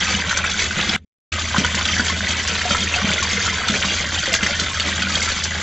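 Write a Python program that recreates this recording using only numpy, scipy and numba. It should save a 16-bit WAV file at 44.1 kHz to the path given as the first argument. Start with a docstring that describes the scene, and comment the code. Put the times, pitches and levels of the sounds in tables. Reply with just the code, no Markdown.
"""Small garden fountain, close up.

Water spills over a lip and breaks up in the basin: droplets crackle, fine spray fizzes and lumps of
water slap the surface. Trapped bubbles ring and deep air pockets glug over a steady pump hum.
Just before the one-second mark the sound cuts out for a third of a second. One loud slap late on
carries a bright, clipping-like click."""
import sys
import numpy as np
from scipy import signal
from scipy.fft import rfft, irfft, next_fast_len
from scipy.io import wavfile
from scipy.ndimage import uniform_filter1d, map_coordinates
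from numba import njit

SR = 44100
rng = np.random.default_rng(int(sys.argv[2]) if len(sys.argv) > 2 else 0)


def inscribe(sig):
    """Save sig as 16-bit PCM at rate SR to the path in sys.argv[1].

    A 1-D sig is mono; a 2-D sig holds one channel per row.
    Samples are clipped to [-1, 1] before scaling.
    """
    pcm = np.round(np.clip(np.atleast_2d(sig).T, -1, 1) * 32767)
    wavfile.write(sys.argv[1], SR, pcm.astype(np.int16))


N = 247842


def amp(db):
    """Decibels to gain."""
    return 10 ** (np.asarray(db) / 20)


def unit_rms(x):
    """Scale to rms 1."""
    return x / np.sqrt(np.mean(x ** 2) + 1e-20)


def unit_peak(x):
    """Scale to peak 1."""
    return x / np.abs(x).max()


def curves(rows):
    """One value per sample for each column after the time."""
    times_s, *columns = np.transpose(rows)
    return [np.interp(np.arange(N) / SR, times_s, column) for column in columns]


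def wobble(rate_hz):
    """Smooth random curve, rate_hz knots a second."""
    knots = rng.standard_normal(int(N * rate_hz / SR) + 4)
    return map_coordinates(knots, [np.arange(N) * rate_hz / SR])


def swells(times_s, level_db, rise_s):
    """Envelope of stirred water: each event swells in rise_s and fades more slowly."""
    age = np.maximum(np.arange(N) / SR - times_s[:, None], 0) / rise_s
    return amp(level_db) @ (age * np.exp(1 - age))


def filtered(x, response):
    """Apply a complex response, a function of Hz."""
    size = next_fast_len(N + SR // 2)
    return irfft(rfft(x, size) * response(np.fft.rfftfreq(size, 1 / SR)), size)[..., :N]


def coloured(x, points):
    """Minimum-phase filter through (Hz, dB) points; attacks stay sharp."""
    size = 4096
    hz, db = np.transpose(points)
    gain = amp(np.interp(np.log(np.fft.rfftfreq(size, 1 / SR) + 1), np.log(hz), db))
    cepstrum = irfft(np.log(gain))
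    cepstrum[1:size // 2] *= 2
    cepstrum[size // 2 + 1:] = 0
    impulse = irfft(np.exp(rfft(cepstrum)))
    return signal.fftconvolve(x, impulse)[:N]


def diffused(x, t60_s, wet_db):
    """Smear x through a drifting blend of eight short noise tails."""
    t = np.arange(SR // 6) / SR
    tails = rng.standard_normal((8, len(t))) * amp(-60 * t / t60_s) * (t > .002)
    blend = np.array([wobble(6) for _ in tails])
    sent = x * blend / np.linalg.norm(blend, axis=0)
    smeared = signal.fftconvolve(sent, tails / np.linalg.norm(tails[0]), axes=1)
    return amp(wet_db) * smeared.sum(axis=0)[:N]


@njit
def bubbles(times_s, hz, gain, t60_s, rise, samples):
    """Damped sines; each climbs in pitch by the fraction rise as the bubble nears the surface."""
    out = np.zeros(samples)
    for k in range(len(times_s)):
        start = int(times_s[k] * SR)
        for i in range(max(0, -start), min(int(t60_s[k] * SR), samples - start)):
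            t = i / SR
            age = t / t60_s[k]
            attack = min(1.0, 2 * hz[k] * t)
            phase = 2 * np.pi * hz[k] * t * (1 + rise * age / 2)
            out[start + i] += gain[k] * attack * np.exp(-np.log(1000) * age) * np.sin(phase)
    return out


def shower(count, low_hz, high_hz, cycles, spread_db, rise):
    """Bubbles at random times: most faint, a few strong; big ones ring longest."""
    when, pitch, strength, life = rng.random((count, 4)).T
    hz = low_hz + (high_hz - low_hz) * pitch
    t60_s = cycles * (.5 + life) / hz
    rarity = np.minimum(-np.log(1 - strength), 4)
    gain = amp(spread_db * rarity) / np.sqrt(t60_s)
    return unit_rms(bubbles(when * N / SR, hz, gain, t60_s, rise, N))


def clumps(rate_hz, t60_s, spread_db):
    """Impact strength: water arrives in random lumps, each swelling quickly, then fading."""
    power = (rng.random(N) < rate_hz / SR) * amp(spread_db * rng.random(N)) ** 2
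    fading = signal.lfilter([1], [1, -amp(-60 / (t60_s * SR)) ** 2], power)
    return unit_rms(np.sqrt(np.abs(uniform_filter1d(fading, size=160))))


# Pump hum: t/s, level/dB
HUM_LEVEL = [(0, -31), (0.8, -33.5), (1.4, -28.5), (2.3, -28.5), (3.2, -30.5), (4.3, -35), (4.8, -30.5),
             (5.6, -29.5)]
# Rumble spectrum: f/Hz, gain/dB
RUMBLE_EQ = [(15, -7.5), (35, -17.5), (62, -1), (95, -1.5), (130, -11), (220, -21), (600, -61.5)]
def pump(hum_hz=81.25):
    """The pump hums, slightly unsteady, over a steady rumble."""
    hum_db, = curves(HUM_LEVEL)
    phase = 2 * np.pi * hum_hz * np.arange(N) / SR + .3 * wobble(1.1)
    rumble = amp(-36) * unit_rms(coloured(rng.standard_normal(N), RUMBLE_EQ))
    hum = amp(hum_db - 2 + .27 * wobble(23)) * unit_rms(np.sin(phase))
    return hum + rumble


# Stereo hiss spectrum: f/Hz, gain/dB
HISS_EQ = [(1500, -61.5), (2300, -40), (3900, -40.5), (4350, 4.5), (6800, 12), (7900, 9.5)]
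def stereo_hiss(pour):
    """A faint stereo hiss above 4 kHz follows the stream."""
    return coloured(diffused(pour, t60_s=.06, wet_db=-19), HISS_EQ)


def walls(water):
    """Pots and stonework scatter a brief echo that changes as the landing point wanders."""
    return diffused(water, t60_s=.08, wet_db=-7)


# Basin resonances: f/Hz, bandwidth/Hz, level/dB re direct sound
BASIN_MODES = [(1513, 110, -5), (2024, 60, -5.5), (3138, 52, -2), (4634, 140, 3)]
def basin(x):
    """The hollow under the lip resonates in a few bands."""
    def response(f):
        return 1 + sum(amp(db) * 1j * f * width_hz / (hz * hz - f * f + 1j * f * width_hz)
                       for hz, width_hz, db in BASIN_MODES)
    return filtered(x, response)


# Churning pool spectrum: f/Hz, gain/dB
CHURN_EQ = [(60, -33), (125, -11), (160, -3.5), (195, 4.5), (235, -3.5), (280, -15.5), (400, -19.5),
            (900, -33)]
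def churn(flow_db):
    """Air pockets keep the pool gurgling in step with the stream."""
    pockets = shower(count=1400, low_hz=100, high_hz=500, cycles=8, spread_db=1.8, rise=.15)
    return amp(flow_db - 12 + 1.7 * wobble(14)) * unit_rms(coloured(pockets, CHURN_EQ))


# Deep air pockets: t/s, f/Hz, level/dB
DEEP_POCKETS = [(0.164, 187, -18.5), (0.769, 162, -16), (1.582, 190, -5), (1.634, 200, -16.5),
                (1.996, 215, -12), (2.711, 202, -17), (2.808, 190, -19), (3.044, 196, -11),
                (3.697, 191, -10), (3.742, 200, -15), (4.428, 196, -13.5), (4.618, 193, -14.5),
                (4.854, 217, -19)]
# Trailing pocket spectrum: f/Hz, gain/dB
TRAIL_EQ = [(80, -28.5), (150, -6), (205, 0.5), (280, -6.5), (400, -9.5), (600, -7.5), (1000, -24.5)]
def glugs(t60_cycles=13):
    """Air driven deep rings briefly and drags smaller pockets after it."""
    times_s, hz, level_db = np.array(DEEP_POCKETS, float).T.copy()
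    dragged = shower(count=3000, low_hz=130, high_hz=700, cycles=12, spread_db=1, rise=.15)
    trails = swells(times_s, level_db - 18, rise_s=.018) * unit_rms(coloured(dragged, TRAIL_EQ))
    return trails + bubbles(times_s, hz, amp(level_db), t60_cycles / hz, rise=.26, samples=N)


# Clear bubbles: t/s, f/Hz, level/dB
CLEAR_BUBBLES = [(0.311, 1496, -10.5), (0.372, 1550, -17), (0.441, 1450, -14.5), (1.546, 1010, -21),
                 (1.996, 1480, -10.5), (2.098, 1084, -18.5), (2.653, 717, -16.5), (2.705, 573, -20.5),
                 (2.94, 2600, -6.5), (2.961, 717, -20.5), (3.093, 1465, -15.5), (3.226, 1076, -18.5),
                 (4.277, 523, -22), (4.324, 657, -21), (4.497, 580, -21.5), (4.98, 1580, -16.5),
                 (5.022, 1477, -13.5), (5.069, 1450, -15)]
def plinks(t60_cycles=91):
    """Single trapped bubbles ring clearly, big ones longest."""
    times_s, hz, level_db = np.array(CLEAR_BUBBLES, float).T.copy()
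    return bubbles(times_s, hz, amp(level_db), t60_cycles / hz, rise=.03, samples=N)


# Click spectrum: f/Hz, gain/dB
CLICK_EQ = [(700, -18), (2200, 0), (4500, -3), (7000, -15), (8500, -32), (15000, -34)]
def click(start_s=4.3385, rise_s=.0015, level_db=-4.5):
    """A brief, bright, clipping-like click at one loud slap."""
    age_s = np.maximum(np.arange(N) / SR - start_s, 0)
    burst = rng.standard_normal(N) * age_s * np.exp(-age_s / rise_s)
    return amp(level_db) * unit_peak(coloured(burst, CLICK_EQ))


# Biggest lumps of water: t/s, level/dB, f/Hz, relative spray level/dB
BIG_LUMPS = [(0.078, -12.5, 2300, -18), (0.148, -8.5, 2960, -14), (0.312, -10, 1620, -4),
             (0.37, -17.5, 1530, 10), (0.442, -10, 1660, -5.5), (0.515, -10, 3360, -10),
             (0.59, -6.5, 2230, -16.5), (0.81, -8.5, 3420, -12), (0.892, -5.5, 3364, -18),
             (0.933, -11.5, 1900, -12), (1.323, -12, 2560, -1), (1.543, -9, 1033, -18),
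             (1.561, -5.5, 1490, -13), (1.58, -9, 3100, 2), (1.646, -5, 1460, -7), (1.748, -17, 3300, 10.5),
             (1.852, -5.5, 3260, -6.5), (1.999, -10, 1660, -9), (2.304, -9, 3140, -15),
             (2.474, -12, 2800, 1), (2.706, -11.5, 1410, -0.5), (2.747, -8, 1300, -18.5),
             (2.941, -10.5, 2660, -6), (3.015, -10, 1210, -15), (3.128, -10.5, 2630, -10),
             (3.226, -12, 2430, 3.5), (3.633, -12, 1960, -20), (3.682, -5, 3560, -3.5),
             (3.824, -6.5, 3110, -13), (3.849, -12, 3870, -0.5), (4.186, -13, 3790, 2.5),
             (4.328, -13, 2100, 10), (4.339, -6.5, 2310, -8.5), (4.349, -10.5, 1650, -9.5),
             (4.428, -4.5, 2000, -6), (4.461, -6.5, 2036, -15.5), (4.595, -8, 4100, -1),
             (4.796, -7.5, 2900, -1), (5.019, -8.5, 2540, -8), (5.152, -6.5, 3224, -2.5),
             (5.217, -9, 2140, -2.5), (5.287, -11, 2280, -1.5), (5.317, -12, 4270, -8),
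             (5.436, -10, 5100, 3.5)]
def slaps():
    """A lump hits the pool: one main bubble, a burst of others near its pitch, a spit of spray."""
    out = np.zeros(N + SR)
    t = np.arange(SR // 20) / SR
    attack = 1 - np.exp(-t / .0025)
    for start_s, level_db, hz, spray_db in BIG_LUMPS:
        delay, pitch, size, life = rng.standard_normal((4, 18))
        burst = bubbles(times_s=.001 + .0025 * np.abs(delay), hz=hz * np.exp(.26 * pitch),
                        gain=amp(2 * size - 2 * np.abs(delay)), t60_s=.008 * np.exp(.3 * life),
                        rise=.1, samples=len(t))
        main = np.sin(2 * np.pi * hz * t) * attack ** 2 * amp(-60 * t / .022)
        ring = unit_peak(unit_peak(burst) + .5 * unit_peak(main))
        spit = np.diff(rng.standard_normal(len(t) + 1)) * attack * amp(-60 * t / .025)
        slap = ring + amp(spray_db + 4) * unit_peak(spit)
        out[int(start_s * SR):][:len(t)] += amp(level_db - 2) * slap
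    return out[:N]


# Fine spray spectrum: f/Hz, gain/dB
SPRAY_EQ = [(1500, -43), (3300, 4.5), (4300, 0), (5000, -2), (6300, 2), (7000, -1), (7800, -6.5),
            (9000, -35)]
def spray(lumps):
    """The finest droplets fizz and tinkle, partly in bursts of their own."""
    fizz = shower(count=20000, low_hz=3000, high_hz=8500, cycles=14, spread_db=2.1, rise=.1)
    tinkle = shower(count=3200, low_hz=4000, high_hz=8000, cycles=70, spread_db=3.9, rise=.04)
    bursts = .8 + .2 * lumps + clumps(rate_hz=90, t60_s=.05, spread_db=9)
    droplets = unit_rms(fizz * bursts) + .8 * tinkle
    return unit_rms(basin(coloured(droplets, SPRAY_EQ)))


# Splash spectrum: f/Hz, gain/dB
SPLASH_EQ = [(100, -46), (250, -4), (400, -5), (650, -4), (800, -6.5), (1100, -7), (1500, -3.5),
             (2200, -1.5), (2700, -5.5), (3500, -3.5), (4200, -13), (5200, -30), (8000, -36.5)]
def splash(lumps):
    """Short impacts crackle with the lumps; trapped bubbles ring longer and at any time."""
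    crackle = shower(count=18000, low_hz=200, high_hz=5500, cycles=9, spread_db=2.3, rise=.1)
    ringing = shower(count=4200, low_hz=950, high_hz=4800, cycles=40, spread_db=3.8, rise=.06)
    droplets = unit_rms(crackle * (1.3 + lumps)) + 1.1 * ringing
    return unit_rms(basin(coloured(droplets, SPLASH_EQ)))


# Stream swelling and thinning: t/s, splash level/dB, spray level/dB
STREAM_FLOW = [(0.0, -21, -28), (0.4, -23, -33.5), (0.62, -24, -28.5), (0.9, -20, -32.5), (1.42, -26, -33),
               (1.6, -23, -33.5), (1.98, -23, -27.5), (2.2, -23.5, -30), (2.7, -21.5, -27.5),
               (3.0, -21, -28.5), (3.3, -21.5, -27), (3.6, -24, -32), (3.78, -20.5, -27), (4.18, -25, -30),
               (4.34, -24, -30), (4.66, -23.5, -30), (5.25, -22.5, -29), (5.6, -24, -32)]
def stream(splash_db, spray_db):
    """The falling stream breaks into splash and spray, which flutter together."""
    lumps = clumps(rate_hz=110, t60_s=.04, spread_db=10)
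    coarse, fine = splash(lumps), spray(lumps)
    flutter = wobble(20)
    # Each slap throws up water that rains back.
    slap_s, slap_db, _, spit_db = np.transpose(BIG_LUMPS)
    splash_wash = swells(slap_s, slap_db - 21, rise_s=.008)
    spray_wash = swells(slap_s, slap_db + spit_db - 15, rise_s=.008)
    splash_gain = np.hypot(amp(splash_db - 1.5 + flutter), splash_wash)
    spray_gain = np.hypot(amp(spray_db + 1.5 * flutter), spray_wash)
    return splash_gain * coarse + spray_gain * fine


def scene():
    """The fountain is central; only the hiss has width."""
    splash_db, spray_db = curves(STREAM_FLOW)
    pour = stream(splash_db, spray_db)
    water = pour + slaps()
    mid = water + walls(water) + churn(splash_db) + glugs() + plinks() + pump()
    side = stereo_hiss(pour)
    return np.array([mid + side, mid - side])


# Brief cut-out, bass fading last: t/s, treble gain/dB, bass gain/dB
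CUT_OUT = [(0.9635, 0, 0), (0.9636, -17, -8), (0.985, -25, -14), (0.998, -42, -15), (1.047, -46, -15),
           (1.052, -90, -70), (1.317, -100, -80), (1.3195, -20, -20), (1.3208, 0, 0)]
def record(dry, band_hz=7880, crossover_hz=300, top_hz=15300):
    """Band-limit the fountain, cut it out once, then add the wider-band click."""
    narrow = filtered(dry, lambda hz: np.clip((band_hz - hz) / 200 + .5, 0, 1))
    treble_db, bass_db = curves(CUT_OUT)
    bass = filtered(narrow, lambda hz: 1 / (1 + (hz / crossover_hz) ** 4))
    gated = amp(bass_db) * bass + amp(treble_db) * (narrow - bass)
    return filtered(gated + click(), lambda hz: np.clip((top_hz - hz) / 600 + 1, 0, 1))


dry = scene()
out = record(dry)
inscribe(out)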